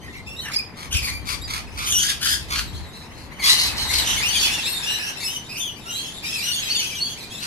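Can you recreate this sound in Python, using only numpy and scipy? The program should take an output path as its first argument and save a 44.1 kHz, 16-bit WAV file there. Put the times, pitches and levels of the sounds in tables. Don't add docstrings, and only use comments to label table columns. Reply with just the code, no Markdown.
import sys
import numpy as np
from scipy import signal
from scipy.fft import rfft, irfft, next_fast_len
from scipy.io import wavfile
from scipy.ndimage import uniform_filter1d, map_coordinates

SR = 44100
rng = np.random.default_rng(int(sys.argv[2]) if len(sys.argv) > 2 else 0)


def generate_wav(signal):
    frames = np.transpose(np.atleast_2d(signal))
    scaled = np.clip(frames, -1, 1) * 32767
    pcm = np.round(scaled).astype(np.int16)
    wavfile.write(sys.argv[1], SR, pcm)


N = 328986

# (start [s], length [s], pitch [Hz], glide [octaves], roughness [share],
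# level of the fundamental [dB], overtones over the fundamental [dB])
SHRIEK_CALLS = [(0.029, 0.086, 1950, -0.13, 0.39, -42, -17), (0.113, .1, 2110, -0.0022, 0.34, -42, -11.5),
                (0.265, 0.096, 2730, 0.068, .2, -38.5, -7.5), (0.364, .058, 3960, 0.16, 0.21, -32.5, -11.5),
                (0.416, 0.069, 2904, -.2, .14, -37, -6), (0.438, 0.082, 1693, -0.29, 0.61, -35, -9),
                (0.518, 0.049, 2390, 0.02, 0.5, -32.5, 1), (.561, 0.014, 4993, 0.023, 0.01, -14.5, -21),
                (0.585, 0.018, 2478, 0.016, 0.16, -25.5, -8), (0.914, 0.073, 3210, 0.092, 0.45, -27, -3.5),
                (0.939, .058, 2682, -0.31, 0.41, -25, -1.5), (1.027, .082, 2225, -0.14, 0.44, -29.5, -1),
                (1.115, 0.068, 2380, -0.081, 0.08, -36, -2.5), (1.413, .021, 3720, 0.29, 0.15, -36.5, -3),
                (1.433, .038, 4840, -0.032, 0, -34, -21), (1.867, 0.075, 3220, 0.16, 0.45, -26, 3.5),
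                (1.929, 0.062, 2924, -0.085, 0.23, -21.5, 0.5),
                (1.982, 0.061, 3175, -0.075, 0.42, -23.5, 1), (3.314, 0.028, 2050, .3, .3, -43, -7),
                (3.395, 0.05, 2167, -0.08, 0.23, -29.5, -8.5), (3.894, 0.05, 2246, .3, 0.43, -28, 1.5),
                (3.918, 0.1, 4300, -0.048, 0.47, -27, -6), (4.044, 0.12, 3110, 0.18, 0.5, -27.5, -2),
                (4.16, .06, 2200, -0.21, 0.36, -31, -4), (4.228, 0.073, 2830, 0.23, 0.23, -24.5, -3.5),
                (4.294, 0.17, 4560, -0.037, 0, -27, -8), (4.329, .06, 3320, -0.12, .19, -23, -7.5),
                (4.402, 0.067, 3447, 0.042, 0.16, -24.5, -2), (4.409, 0.1, 2937, .08, .27, -27, -2.5),
                (4.601, 0.088, 3706, .35, 0.39, -29.5, -6), (4.68, 0.067, 4320, 0.012, 0.16, -30.5, 1.5),
                (4.792, 0.34, 1724, -0.051, 0.24, -39.5, -20), (4.82, 0.15, 2910, 0.15, .26, -28, -6),
                (4.893, .072, 4050, -0.064, 0.17, -30, -4.5), (4.992, 0.12, 2826, .22, 0.34, -33.5, -0.5),
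                (5.136, 0.058, 4030, 0.12, 0.28, -39, -20), (5.2, 0.047, 2230, 0.15, 0.34, -37, 4),
                (5.236, 0.054, 2656, 0.011, 0.1, -35, 7.5), (5.274, 0.11, 3090, 0.039, 0.22, -31.5, -4),
                (5.491, 0.099, 2647, 0.223, 0.3, -34.5, -3), (5.568, .07, 3094, .1, 0.16, -33.5, 1),
                (5.601, 0.097, 3317, -0.34, .03, -29, -12.5), (5.854, 0.076, 1432, 0, 0.25, -42, -6),
                (5.861, 0.069, 2827, 0.082, 0.24, -35.5, -4), (5.904, 0.19, 3236, -0.0041, .24, -34.5, -6),
                (5.925, 0.095, 4104, 0.24, 0.11, -30.5, -6.5), (6.229, 0.096, 2580, 0.056, 0.27, -33, -1),
                (6.322, .097, 2562, -.12, .28, -31.5, 0), (6.451, 0.046, 3730, -0.0063, .15, -33.5, -15),
                (6.425, 0.1, 2920, 0.13, 0.23, -29, -2.5), (6.516, 0.047, 4430, 0.029, 0.01, -25.5, -8),
                (6.551, 0.058, 3350, 0.043, .2, -30, -2), (6.599, 0.12, 2610, .04, 0.74, -36.5, -11),
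                (6.653, .079, 3085, -0.19, .2, -33.5, -3.5), (6.697, 0.077, 4550, .08, .08, -22.5, -15),
                (6.751, 0.063, 3274, -0.36, 0, -25, -3.5), (6.788, 0.048, 4270, 0, .08, -30.5, -12),
                (6.816, 0.096, 3100, -0.038, .25, -33, -2.5), (6.931, .072, 3024, -0.099, 0.32, -33.5, -3),
                (7.002, .064, 4416, 0.093, .06, -24, -18.5), (7.052, 0.088, 3350, -0.038, 0.25, -35, -4.5),
                (7.3, 0.093, 3440, 0.014, 0.23, -40.5, -4.5)]
# (start [s], length [s], pitch [Hz], roughness [share], level [dB],
# drop one octave away from the throat resonance [dB])
RASP_CALLS = [(0.764, .1, 1113, 0.82, -48, -6.5), (1.011, 0.09, 1156, 0.93, -42.5, -4.5),
              (1.261, 0.09, 1196, .8, -36, -2.5), (1.478, 0.11, 1180, 0.9, -37, -4.5),
              (1.767, 0.13, 1204, 0.77, -34.5, -2), (2.001, 0.12, 1641, .8, -22, 7),
              (2.211, 0.08, 1594, 0.78, -23, 4.5), (2.257, 0.099, 1676, .72, -18.5, 7.5),
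              (2.494, 0.068, 1130, 0.92, -33.5, -3), (2.544, 0.066, 1500, 0.98, -30.5, -1),
              (2.686, 0.17, 1390, .62, -45, 15.5), (2.912, 0.15, 1323, .5, -42.5, 16),
              (3.129, 0.14, 1400, 0.65, -49.5, 8), (3.427, 0.065, 1128, .85, -18, 5.5),
              (3.465, 0.081, 1021, 0.63, -15.5, 9), (3.559, 0.13, 1021, 0.79, -22, 11),
              (3.757, 0.095, 1027, 0.63, -21, 23.5), (3.917, 0.094, 1031, 0.83, -22.5, 11),
              (4.361, .119, 1620, 1.13, -21, 20), (7.4, 0.088, 1480, 0.98, -36, 0.5)]
RASP_BEND_SHARES = (0.93, 1, 0.95)
# (frequency [Hz], gain [dB])
BEAK_RESPONSE = [(300, -40), (700, -15), (1200, -3), (2150, 0), (2900, -1.5), (3500, -1.5), (4400, 3.5),
                 (5800, -1), (10000, 0.5), (14000, 0.5)]
# (time [s], level [dB])
FLOCK_LEVEL = [(0, -51), (.45, -48), (.7, -59), (1.6, -48.5), (2.6, -46), (3.3, -56.5), (3.6, -29.5),
               (3.75, -38), (4, -27.5), (4.5, -26.5), (4.95, -34.5), (5.45, -45.5), (5.8, -46.5),
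               (6.45, -32), (6.8, -32), (7, -40), (7.46, -39)]
# (frequency [Hz], density [dB per Hz])
CHORUS_SPECTRUM = [(700, -35), (1600, 0.5), (2800, -0.5), (4200, 6.5), (6000, -5), (8000, -3), (11500, -24),
                   (14500, -28)]
# (time [s], level [dB])
WING_LEVEL = [(.3, -57), (.5, -49.5), (.7, -47), (3.25, -47), (3.5, -35.5), (4, -31), (4.4, -37),
              (4.8, -38.5), (5.6, -49.5)]
# (frequency [Hz], density [dB per Hz])
FEATHER_SPECTRUM = [(80, -9), (150, -0.5), (350, -3.5), (580, -6.5), (900, 2), (1400, -5.5), (2000, 1),
                    (5000, -26), (14000, -27)]
# (time [s], level [dB])
WIND_LEVEL = [(0.0, -49), (0.06, -42.5), (0.79, -56), (0.91, -37.5), (2.43, -41.5), (2.78, -33.5),
              (2.97, -50.5), (4.05, -35.5), (5.03, -60.5), (7.29, -63), (7.46, -64)]
# (frequency [Hz], density [dB per Hz])
WIND_SPECTRUM = [(12, -44), (20, -43), (43, -3), (64, 3.5), (182, -15.5), (265, -20), (300, -12.5),
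                 (390, -66), (660, -120)]
# (frequency [Hz], density [dB per Hz])
BUFFET_SPECTRUM = [(25, -3), (60, 8), (200, -8), (500, -39), (1500, -90)]
# (frequency [Hz], density [dB per Hz])
SUBURB_SPECTRUM = [(40, -7), (100, 1), (220, -2), (600, -12), (1000, -12.5), (2000, -28), (14000, -47)]
# (frequency [Hz], time to fall by 60 dB [s])
ECHO_DECAY = [(200, 0.13), (2500, 0.31), (6000, 0.27), (14000, 0.22)]
# (time [s], level [dB])
ECHO_LEVEL = [(0, -6), (2, -3.5), (4.6, -2), (7.46, -2.5)]
# (frequency [Hz], level [dB])
PORT_DIFFERENCE = [(1000, 1.84), (5000, 1.45), (8000, 4.1)]
# (frequency [Hz], gain [dB])
MICROPHONE_RESPONSE = [(6800, 0), (7250, -5.5), (7900, -3), (10300, 0), (12700, -1.5), (14600, -9.5)]

TOP_HZ = 14580
SHRIEK_ARCH_OCTAVES_PER_S = 0.349
THIRD_PARTIAL_DB = -6.5
SHRIEK_FADE_S, ROUGH_FADE_S = .01, .08
THROAT_HZ = 4270
RASP_EDGE_HZ, RASP_EDGE_DB = 5400, -3.5


def amp(db):
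    return 10 ** (np.asarray(db) / 20)


def unit(x):
    return x / np.sqrt(np.mean(x ** 2) + 1e-20)


def along(points, hz):
    f, v = np.transpose(points)
    return np.interp(np.log(hz + 1), np.log(f + 1), v)


def curve(rows):
    return np.interp(np.arange(N) / SR, *np.transpose(rows))


def wobble(rate, size):
    knots = rng.standard_normal(int(size * rate / SR) + 5)
    return map_coordinates(knots, [np.arange(size) * rate / SR + 2], order=2)


def filtered(x, response):
    m = next_fast_len(N + SR // 4)
    return irfft(rfft(x, m) * response(np.fft.rfftfreq(m, 1 / SR)), m)[..., :N]


def noise(spectrum, side_db):
    mid, side = filtered(rng.standard_normal((2, N)), lambda hz: amp(along(spectrum, hz)))
    side = amp(side_db) * side
    return unit(np.array([mid + side, mid - side]))


def add(track, sound, start, spread_db):
    lag = rng.integers(-12, 13)
    pan_db = spread_db * rng.normal()
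    for channel, sign in enumerate((1, -1)):
        first = max(0, round(start * SR) + sign * lag)
        room_left = track[channel, first:first + len(sound)]
        room_left += amp(sign * pan_db) * sound[:len(room_left)]


def call(length, pitches, rough, levels_db, waver, jitter, jitter_hz, rattle_db, rattle_hz, doubling, fade, rolloff_db):
    length = max(length, .01)
    t = np.arange(int((length + fade) * SR)) / SR
    size = len(t)
    u = np.clip((t - fade / 2) / length, 0, 1)
    glide = np.polyval(np.polyfit([0, .5, 1], pitches, 2), u)
    rattle_rate = rattle_hz * (1 + 0.347 * wobble(119.6, size))
    rattle = np.sin(2 * np.pi * np.cumsum(rattle_rate) / SR)
    harsh = rough * amp(2.5 * wobble(50, size))
    kinks = waver * wobble(110, size)
    shake = jitter * harsh * (wobble(jitter_hz, size) + 0.28 * rattle)
    pitch = glide * (1 + kinks + shake)
    phase = 2 * np.pi * np.cumsum(pitch) / SR
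    smear = 2.4 * rough ** 2 * wobble(350, size)
    tone = np.zeros(size)
    for k in range(1, int(TOP_HZ / min(pitches)) + 1):
        beyond_khz = max(k - len(levels_db), 0) * pitches[1] / 1000
        level_db = levels_db[min(k, len(levels_db)) - 1] - rolloff_db * beyond_khz
        beak_db = 3.5 * (1 - .6 * rough) * wobble(70, size)
        partial = np.sin(k * phase + smear + 2 * np.pi * rng.random())
        audible = k * pitch < SR / 2
        tone += amp(level_db) * unit(amp(beak_db) * partial) * audible
    alternation = 1 + doubling * harsh * np.sin(phase / 2)
    chopping = amp(rattle_db * rough * (rattle + wobble(171.4, size)))
    strength = unit(alternation * chopping)
    gate = np.sin(np.pi / 2 * np.clip(np.minimum(t, t[-1] - t) / fade, 0, 1)) ** 2
    swell = amp(2.4 * (np.sin(np.pi * u) - 2 / np.pi))
    return tone * strength * gate * swell


def shrieks():
    out = np.zeros((2, N))
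    for start, length, pitch, glide, rough, level_db, overtones_db in SHRIEK_CALLS:
        sag = SHRIEK_ARCH_OCTAVES_PER_S * length
        pitches = pitch * 2 ** np.array([-glide / 2 - sag, 0, glide / 2 - sag])
        levels_db = level_db + np.array([0, overtones_db, overtones_db + THIRD_PARTIAL_DB])
        fade = SHRIEK_FADE_S + ROUGH_FADE_S * rough ** 2
        sound = call(length, pitches, rough, levels_db, waver=.009 + .085 * rough,
                     jitter=.05 + .2 * rough, jitter_hz=1503, rattle_db=5.5, rattle_hz=212,
                     doubling=0.55, fade=fade, rolloff_db=0.6)
        add(out, sound, start - fade / 2, spread_db=1)
    return out


def rasps():
    out = np.zeros((2, N))
    for start, length, pitch, rough, level_db, focus_db in RASP_CALLS:
        partials = pitch * np.arange(1, round(RASP_EDGE_HZ / pitch) + 1)
        octaves_off = np.abs(np.log2(partials / THROAT_HZ))
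        levels_db = level_db - focus_db * np.sqrt(octaves_off)
        levels_db[-1] += RASP_EDGE_DB
        sound = call(length, pitch * np.array(RASP_BEND_SHARES), rough, levels_db, waver=0.0181,
                     jitter=.1, jitter_hz=2202, rattle_db=3.3, rattle_hz=190.2,
                     doubling=0, fade=0.0524, rolloff_db=1.18)
        add(out, sound, start - .021, spread_db=1)
    return filtered(out, lambda hz: amp(along(BEAK_RESPONSE, hz)))


def flock(count=170):
    out = np.zeros((2, N))
    for turn, (when, size, height, rise, bend, rough) in enumerate(rng.random((count, 6))):
        middle_hz = 2400 + 1800 * height ** 1.2
        pitches = middle_hz * np.array([.8 + .26 * rise, 1, .84 + .24 * bend])
        sound = call(.025 + .06 * size, pitches, .05 + .25 * rough, (0, -3, -8), waver=.025,
                     jitter=.07, jitter_hz=1200, rattle_db=7, rattle_hz=210,
                     doubling=1.1, fade=.012, rolloff_db=1)
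        start = (turn + 2 * when) * N / SR / count - .08
        add(out, sound, start, spread_db=2)
    power = np.abs(uniform_filter1d(np.mean(out ** 2, axis=0), SR // 8))
    voices = out / np.sqrt(power + 0.098 * power.mean())
    blur = amp(-6.5) * noise(CHORUS_SPECTRUM, side_db=-1)
    return amp(curve(FLOCK_LEVEL) + 2.0) * (voices + blur)


def wings(count=8):
    power = np.zeros(N)
    for pace in rng.uniform(.6, 1.3, count):
        effort = wobble(6, N)
        beats_per_s = 14 * pace * (1 + 0.2 * effort)
        stroke = np.sin(2 * np.pi * (np.cumsum(beats_per_s) / SR + rng.random()))
        power += amp(7.5 * stroke + 2 * effort) ** 2
    puffs = np.sqrt(power) * noise(FEATHER_SPECTRUM, side_db=-2.0)
    return amp(curve(WING_LEVEL)) * unit(puffs)


def wind():
    lumps = noise(WIND_SPECTRUM, side_db=-3)
    return amp(2.5) * amp(curve(WIND_LEVEL) + 0.81 * wobble(20, N)) * lumps


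def buffet():
    envelope = np.exp(-((np.arange(N) / SR - .958) / 0.016) ** 2)
    return amp(-21) * envelope * noise(BUFFET_SPECTRUM, side_db=2)


def suburb():
    return amp(-42.5) * noise(SUBURB_SPECTRUM, side_db=-10.5)


def echo(x, count=16):
    out = np.zeros((2, N + SR))
    hop = N // count + 1
    for first in range(0, N, hop):
        hz, t, z = signal.stft(rng.standard_normal((2, SR // 2)), SR, nperseg=256)
        decay = amp(-60 * t / along(ECHO_DECAY, hz)[:, None])
        onset = 1 - np.exp(-t / 0.0029)
        tail = signal.istft(z * decay * onset, SR, nperseg=256)[1]
        tail = tail / np.linalg.norm(tail[0])
        answer = signal.fftconvolve(x[:, first:first + hop], tail, axes=1)
        out[:, first:first + answer.shape[1]] += answer
    return out[:, :N]


def scene():
    birds = shrieks() + rasps() + flock()
    wet = amp(curve(ECHO_LEVEL))
    direct = birds / np.sqrt(1 + wet ** 2)
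    mix = direct + echo(wet * direct) + wings() + wind() + buffet() + suburb()
    return filtered(mix, lambda hz: amp(np.outer([.5, -.5], along(PORT_DIFFERENCE, hz))))


def record(dry):
    x = filtered(dry, lambda hz: amp(along(MICROPHONE_RESPONSE, hz)))
    x = x / (1 + np.abs(x / .88) ** 4) ** .25
    return filtered(x, lambda hz: hz < TOP_HZ)


dry = scene()
out = record(dry)
generate_wav(out)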